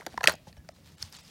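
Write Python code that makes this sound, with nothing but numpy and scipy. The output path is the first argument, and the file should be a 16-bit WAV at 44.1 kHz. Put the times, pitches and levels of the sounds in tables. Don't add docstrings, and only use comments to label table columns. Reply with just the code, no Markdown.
import sys
import numpy as np
from scipy import signal
from scipy.fft import rfft, irfft, next_fast_len
from scipy.io import wavfile
from scipy.ndimage import uniform_filter1d, map_coordinates

SR = 44100
rng = np.random.default_rng(int(sys.argv[2]) if len(sys.argv) > 2 else 0)


def convert_level_to_amplitude(level_db):
    exponent = np.asarray(level_db, float) / 20
    return 10 ** exponent


def inscribe(sig):
    pcm = np.round(np.clip(np.atleast_2d(sig).T, -1, 1) * 32767)
    wavfile.write(sys.argv[1], SR, pcm.astype(np.int16))


N = 57330
TIME = np.arange(N) / SR


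def unit(x):
    return x / np.sqrt(np.mean(x ** 2) + 1e-20)


def along(points, hz):
    point_hz, value = np.transpose(points)
    return np.interp(np.log(hz + 1), np.log(point_hz + 1), value)


def level_curve(points):
    s, db = np.transpose(points)
    return np.interp(TIME, s, db)


def wobble(rate):
    return map_coordinates(rng.standard_normal(400), [np.arange(N) * min(rate, 300) / SR])


def filtered(x, response):
    size = next_fast_len(len(x) + 8192)
    spectrum = rfft(x, size) * response(np.fft.rfftfreq(size, 1 / SR))
    return irfft(spectrum, size)[:len(x)]


def peak(f, hz, width):
    return 1j * f * width / (hz * hz - f * f + 1j * f * width)


# (frequency [Hz], density [dB per Hz])
HISS_COLOUR = [(120, -34), (200, 1.5), (366, -11), (558, -9), (1140, -18.5), (2610, -19.5), (7010, -26.5),
               (16000, -31.5)]
# (frequency [Hz], density [dB per Hz])
RUMBLE_COLOUR = [(15, -56.5), (25, -27), (81, -1.5), (113, -9), (166, -3), (190, -11), (400, -26.5),
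                 (520, -63), (880, -120)]


def room():
    hiss = unit(filtered(rng.standard_normal(N), lambda f: convert_level_to_amplitude(along(HISS_COLOUR, f))))
    rumble = unit(filtered(rng.standard_normal(N), lambda f: convert_level_to_amplitude(along(RUMBLE_COLOUR, f))))
    hiss_gain = convert_level_to_amplitude(-64.5 + 0.72 * wobble(24))
    rumble_gain = convert_level_to_amplitude(-60.5 + 1.5 * wobble(3))
    return hiss_gain * hiss + rumble_gain * rumble


# (frequency [Hz], t60 [s])
WALL_DECAY = [(200, 0.64), (1400, 0.19), (4000, 0.28), (10000, 0.056)]


def walls(x):
    delay_s = 0.0055
    hz, t, z = signal.stft(rng.standard_normal(SR // 2), SR, nperseg=256)
    decay = convert_level_to_amplitude(-60 * t / along(WALL_DECAY, hz)[:, None])
    tail = signal.istft(z * decay, SR, nperseg=256)[1]
    late = np.pad(x, (round(delay_s * SR), 0))
    return signal.fftconvolve(late, tail / np.linalg.norm(tail))[:N]


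def patchy(x):
    patch_db = 1.6
    z = signal.stft(x, nperseg=256)[2]
    field = uniform_filter1d(rng.standard_normal(z.shape), size=20, axis=0)
    field = uniform_filter1d(field, size=5, axis=1)
    return signal.istft(z * convert_level_to_amplitude(patch_db * unit(field)), nperseg=256)[1][:N]


# (time [s], level [dB])
RUB_EFFORT = [ (0, -59), (.085, -84), (.105, -61), (0.199, -63.5), (0.37, -74), (.45, -70.5), (0.49, -58.5),
              (0.529, -80), (0.578, -69), (.6, -91), (.73, -68.5), (0.771, -65.5), (0.819, -71),
              (0.866, -60.5), (0.97, -67), (1.026, -48), (1.11, -62.5), (1.134, -51), (1.3, -56)]
# (frequency [Hz], density [dB per Hz])
PLUSH_COLOUR = [(180, -58.5), (300, -24.5), (634, -10), (701, -20.5), (749, -7), (994, -6.5), (1460, -8.5),
                (4910, -4.5), (16000, -24)]


def rubbing():
    grains_per_s, grain_spread_db, grain_share = 2500, 2.5, 0.38
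    draw = rng.random((2, N))
    caught = draw[0] < grains_per_s / SR
    strength = convert_level_to_amplitude(-grain_spread_db * np.log(draw[1] + 1e-9))
    grains = caught * strength * rng.standard_normal(N)
    hiss = rng.standard_normal(N)
    raw = np.sqrt(grain_share) * unit(grains) + np.sqrt(1 - grain_share) * hiss
    sound = unit(filtered(patchy(raw), lambda f: convert_level_to_amplitude(along(PLUSH_COLOUR, f))))
    return convert_level_to_amplitude(level_curve(RUB_EFFORT) + 1.3 * wobble(31)) * sound


# (time [s], level [dB], pitch [Hz], t60 [s])
PRESSES = [(0.066, -38, 196, 0.04), (.14, -42, 212, 0.15), (.125, -40, 70.6, 0.08),
           (0.19, -36.5, 64.9, 0.057), (0.238, -34.5, 130.6, 0.1), (0.279, -34.5, 168.5, 0.12),
           (0.288, -37.5, 73, 0.12), (0.339, -29.5, 135, 0.028), (0.477, -33.5, 99.2, 0.038),
           (0.576, -38.5, 66, 0.18), (0.688, -54, 137.3, 0.05), (0.873, -49, 82, 0.306),
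           (0.521, -61, 171.8, 0.21), (0.899, -52, 158.3, 0.22), (1.006, -39, 80.5, 0.06),
           (.205, -42, 380, 0.046), (1.033, -33.5, 86.5, 0.1), (1.236, -67, 99, 0.039)]


def thumps():
    sag, sag_s = 0.99, 0.0043
    out = np.zeros(N)
    for s, db, hz, t60 in PRESSES:
        u = np.maximum(TIME - s, 0)
        envelope = convert_level_to_amplitude(db - 60 * u / t60) * (1 - np.exp(-u * hz * 2.2))
        cycles = hz * (u + sag * sag_s * (1 - np.exp(-u / sag_s)))
        out += envelope * np.sin(2 * np.pi * cycles)
    return out


# (frequency [Hz], width [Hz], level [dB])
CASE_MODES = [(380, 220, 0), (620, 160, 0.5), (876, 290, -5.5), (1790, 1100, -7), (2700, 1140, -7.5),
              (3210, 1300, -8.5), (4627, 240, -7.5), (5540, 230, -8.5), (6800, 520, -10.5),
              (7685, 980, -11.5), (11000, 5900, -14.5), (13700, 1300, -15.5)]


def case(f, chance):
    scatter_db, detune = 3, 0.04
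    total = 0
    for k, (hz, width, db) in enumerate(CASE_MODES):
        gain = (-1) ** k * convert_level_to_amplitude(db + scatter_db * chance[0, k])
        total = total + gain * peak(f, hz * (1 + detune * chance[1, k]), width)
    return total


# (time [s], level [dB])
RATTLE_LEVEL = [
    (0, -59.5),
    (.05, -60.5),
    (.13, -59),
    (0.221, -81),
    (0.249, -39.5),
    (0.269, -53.5),
    (.282, -25),
    (0.343, -54),
    (.375, -86),
]


def rattle():
    touches_per_s, spread_db, touch_t60_s = 900, 12, 0.0031
    draw = rng.random((2, N))
    touches = (draw[0] < touches_per_s / SR) * convert_level_to_amplitude(spread_db * draw[1])
    decay = convert_level_to_amplitude(-60 * np.arange(512) / SR / touch_t60_s)
    chatter = signal.fftconvolve(touches, decay)[:N] * rng.standard_normal(N)
    steady = np.zeros((2, len(CASE_MODES)))
    sound = filtered(chatter, lambda f: case(f, steady) * peak(f, 1700, 4000))
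    return convert_level_to_amplitude(level_curve(RATTLE_LEVEL)) * unit(sound)


# (time [s], frequency [Hz], level [dB], t60 [s])
RINGING_MODES = [(.0645, 1980, -26.5, 0.0059), (.0655, 4300, -44, 0.015), (.0645, 5800, -34.5, 0.018),
                 (.0693, 1870, -44, 0.012), (.0715, 830, -37, 0.021), (0.073, 387, -37, 0.04),
                 (.1785, 945, -13, 0.012), (.1775, 620, -22, 0.01), (.1765, 5480, -31.5, 0.0096),
                 (.2100, 1790, -34, 0.01), (.2125, 775, -25, 0.015), (.2085, 4270, -39, .015),
                 (.2405, 2640, -14.5, .015), (.2410, 1370, -17.5, 0.018), (.2575, 4320, -35.5, 0.017),
                 (.2555, 5600, -43, 0.012), (.2733, 2576, -6, 0.011), (.2734, 1934, -7.5, .014),
                 (.2735, 3276, -8, 0.013), (.2905, 4232, -28, 0.019), (.2905, 1515, -20, 0.015),
                 (0.2945, 1700, -11, 0.0042), (.2945, 4200, -29, 0.015), (.2945, 5810, -27, .01),
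                 (.3135, 1500, -30.5, 0.016), (.3195, 870, -30, 0.013), (.3270, 6340, -44, 0.0052),
                 (.3270, 4300, -39, 0.013), (.3290, 1630, -53, 0.055), (.3310, 5150, -46, 0.031),
                 (.3460, 852, -43, 0.016), (.3505, 706, -38, 0.012), (.3580, 6300, -54, .01),
                 (.4700, 844, -49, 0.08), (.4710, 527, -50, 0.078), (.4710, 1750, -54.5, 0.025),
                 (.4960, 690, -51, 0.025), (.5275, 2540, -53, 0.013), (.5285, 1824, -49.5, .015),
                 (.5690, 810, -58.5, 0.032), (.5780, 1685, -62.5, 0.2), (.5750, 3000, -61, 0.065),
                 (.5770, 5550, -56, 0.03), (.6892, 1865, -37, 0.0066), (.6895, 4910, -33, 0.0044),
                 (0.6903, 1280, -42, 0.013), (.7850, 550, -56, 0.083), (1.0262, 4335, -25, 0.0094),
                 (1.0265, 3190, -31.5, 0.0064), (1.0279, 1560, -33.5, 0.0072)]


def rings():
    rise_cycles = 0.32
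    s, hz, db, t60 = np.transpose(RINGING_MODES)[:, :, None]
    u = np.maximum(TIME - s, 0)
    envelope = convert_level_to_amplitude(db - 60 * u / t60) * (1 - np.exp(-u * hz / rise_cycles))
    return np.sum(envelope * np.sin(2 * np.pi * hz * u), axis=0)


def crack_of(t, length, hz, crack_db):
    edge_s, t60_s, fade_db, split_hz = 0.00026, 0.019, 7, 4000
    treble_db, treble_faster = 8, 2.2
    soft_hz, soft_tilt = 8000, 0.16
    noise = rng.standard_normal(len(t))
    chance = rng.standard_normal((2, len(CASE_MODES)))
    decay_db = -60 * np.maximum(t - length, 0) / t60_s - fade_db * np.minimum(t / length, 1)
    shape = (1 - np.exp(-t / edge_s)) * convert_level_to_amplitude(decay_db)
    treble = filtered(noise, lambda f: f * f / (f * f + split_hz ** 2))
    early = convert_level_to_amplitude(treble_db) * unit(shape ** treble_faster) * np.sqrt(np.mean(shape ** 2))

    def body(f):
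        dulling = convert_level_to_amplitude(soft_tilt * crack_db * np.log2(1 + f / soft_hz))
        return case(f, chance) * peak(f, hz, 2.6 * hz) * dulling

    return filtered(shape * (noise - treble) + early * treble, body)


def mode_of(t, length, hz):
    rough = 0.6 * np.sqrt(SR / hz) * rng.standard_normal(len(t))
    push = np.clip(1 - t / length, 0, 1) ** 0.91
    drive = (np.cos(2 * np.pi * hz * t) + rough) * push
    return filtered(drive, lambda f: peak(f, hz, hz / 3) ** 2)


def contacts(rows):
    out = np.zeros(N + SR)
    t = np.arange(2048) / SR
    for s, crack_db, hz, mode_db, length in rows:
        crack = crack_of(t, length, hz, crack_db)
        mode = mode_of(t, length, hz)
        hit = convert_level_to_amplitude(crack_db) * crack / abs(crack).max() + convert_level_to_amplitude(mode_db) * mode / abs(mode).max()
        out[max(round(s * SR), 0):][:len(t)] += hit
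    return out[:N]


# (time [s], crack level [dB], loudest mode [Hz], mode level [dB], contact length [s])
HANDLING = [(.0015, -44, 733, -44.5, 0.0011), (.0093, -48.5, 2000, -36, 0.00066),
            (.0183, -67, 958, -41, 0.0014), (.0232, -62, 1440, -47, .001), (.0275, -49, 1360, -51, .002),
            (.0642, -25.5, 1958, -38, 0.0017), (.0660, -37.5, 750, -29.5, .0015),
            (.0695, -29, 450, -50, 0.0024), (.1310, -46.5, 1900, -49.5, .005),
            (.1415, -49.5, 720, -37.5, 0.0013), (.1762, -35.5, 1760, -24.5, .0025),
            (.1772, -37, 988, -19.5, 0.0025), (.4703, -47, 839, -52, 0.00887),
            (.5272, -52, 4310, -49, 0.0019), (.5675, -49, 2270, -55, 0.0012),
            (.5700, -53, 620, -54.5, 0.011), (.6030, -67, 1710, -59, 0.0017),
            (.6890, -47.5, 7240, -48, 0.0012), (.6905, -59.5, 615, -35.5, 0.0045),
            (.6890, -52, 2347, -46.5, 0.00076), (1.0258, -31.5, 5310, -20.5, 0.0032),
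            (1.1255, -40.5, 4870, -37, 0.0019), (1.1495, -66, 4320, -38.5, 0.0028),
            (1.2490, -61.5, 5000, -47.5, 0.0057), (.6470, -59, 1510, -58, 0.0019),
            (.7620, -54.5, 4050, -54.5, 0.0022), (.9200, -53.5, 4250, -55.5, 0.0015),
            (.9820, -47, 3030, -52, 0.0015), (1.1000, -65, 13800, -53.5, .002),
            (1.1660, -66, 7180, -38.5, 0.00205), (1.0200, -38, 3490, -45, 0.0069)]


def handling():
    return contacts(HANDLING)


# (time [s], crack level [dB], loudest mode [Hz], mode level [dB], contact length [s])
BATTERY_HITS = [(.2076, -35.5, 1700, -31, .004), (.2105, -43.5, 970, -29, 0.0034),
                (.2312, -26, 1550, -31, 0.007), (.2400, -16.5, 1894, -15, 0.0052),
                (.2428, -31.5, 880, -21.5, 0.0017), (.2555, -36, 11000, -40.5, 0.0023),
                (.2586, -45, 1380, -26, 0.0016), (.2732, -12, 1917, -4.5, 0.0026),
                (.2736, -7.5, 2995, -16.5, 0.00064), (.2795, -18.5, 2600, -20, 0.0025),
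                (.2820, -28, 621.4, -21, 0.0016), (.2853, -28.5, 1650, -14.5, 0.00096),
                (.2735, -24, 5070, -11, 0.0019), (.2942, -22.5, 1731, -28.5, 0.0009),
                (.3040, -39.5, 4260, -30, .003), (.3052, -41, 1920, -38, 0.0025),
                (.3165, -45.5, 4360, -34, .002), (.2330, -43, 700, -33, 0.0027),
                (.3215, -48, 15400, -36.5, 0.0049), (.2405, -39.5, 4460, -21.5, .003),
                (.3310, -57, 620, -36, .002), (.3372, -34.5, 2015, -48, .002),
                (.3390, -45, 643, -37.5, .004), (.3530, -43, 6750, -46.5, 0.0018)]


def snap():
    return contacts(BATTERY_HITS)


def scene():
    hits = snap() + handling() + rings()
    echo = convert_level_to_amplitude(-26) * walls(hits)
    return (hits + echo + rattle() + thumps() + rubbing() + room())[None]


THIN_MOMENTS = [
    .731,
    .965,
    1.18,
    1.221,
]


def thinned(x):
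    half_s, kept_share, kept_below_hz, whole_below_hz = 0.007, 0.3, 9000, 900
    kept_db, lost_db = 4, -16
    hz, t, z = signal.stft(x, SR, nperseg=512, noverlap=384)
    for s in THIN_MOMENTS:
        lucky = np.repeat(rng.random(129), 2)[:len(hz)] < kept_share
        kept = (lucky & (hz < kept_below_hz)) | (hz < whole_below_hz)
        gain = convert_level_to_amplitude(np.where(kept, kept_db * (hz > whole_below_hz), lost_db))
        z = z * np.where(abs(t - s) < half_s, gain[:, None], 1)
    return signal.istft(z, SR, nperseg=512, noverlap=384)[1][:N]


def band_limit(x):
    return signal.sosfilt(signal.butter(12, 16960, fs=SR, output="sos"), x)


def record(dry):
    hiss_db, ceiling, knee = -74.5, 0.9, 6
    top_hz, shelf_db = 15950, -22
    x = dry[0] + convert_level_to_amplitude(hiss_db) * rng.standard_normal(N)
    x = thinned(x)
    x = x / (1 + abs(x / ceiling) ** knee) ** (1 / knee)
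    mix = filtered(x, lambda f: np.where(f < top_hz, 1, convert_level_to_amplitude(shelf_db)))[None]
    return band_limit(mix)


dry = scene()
out = record(dry)
inscribe(out)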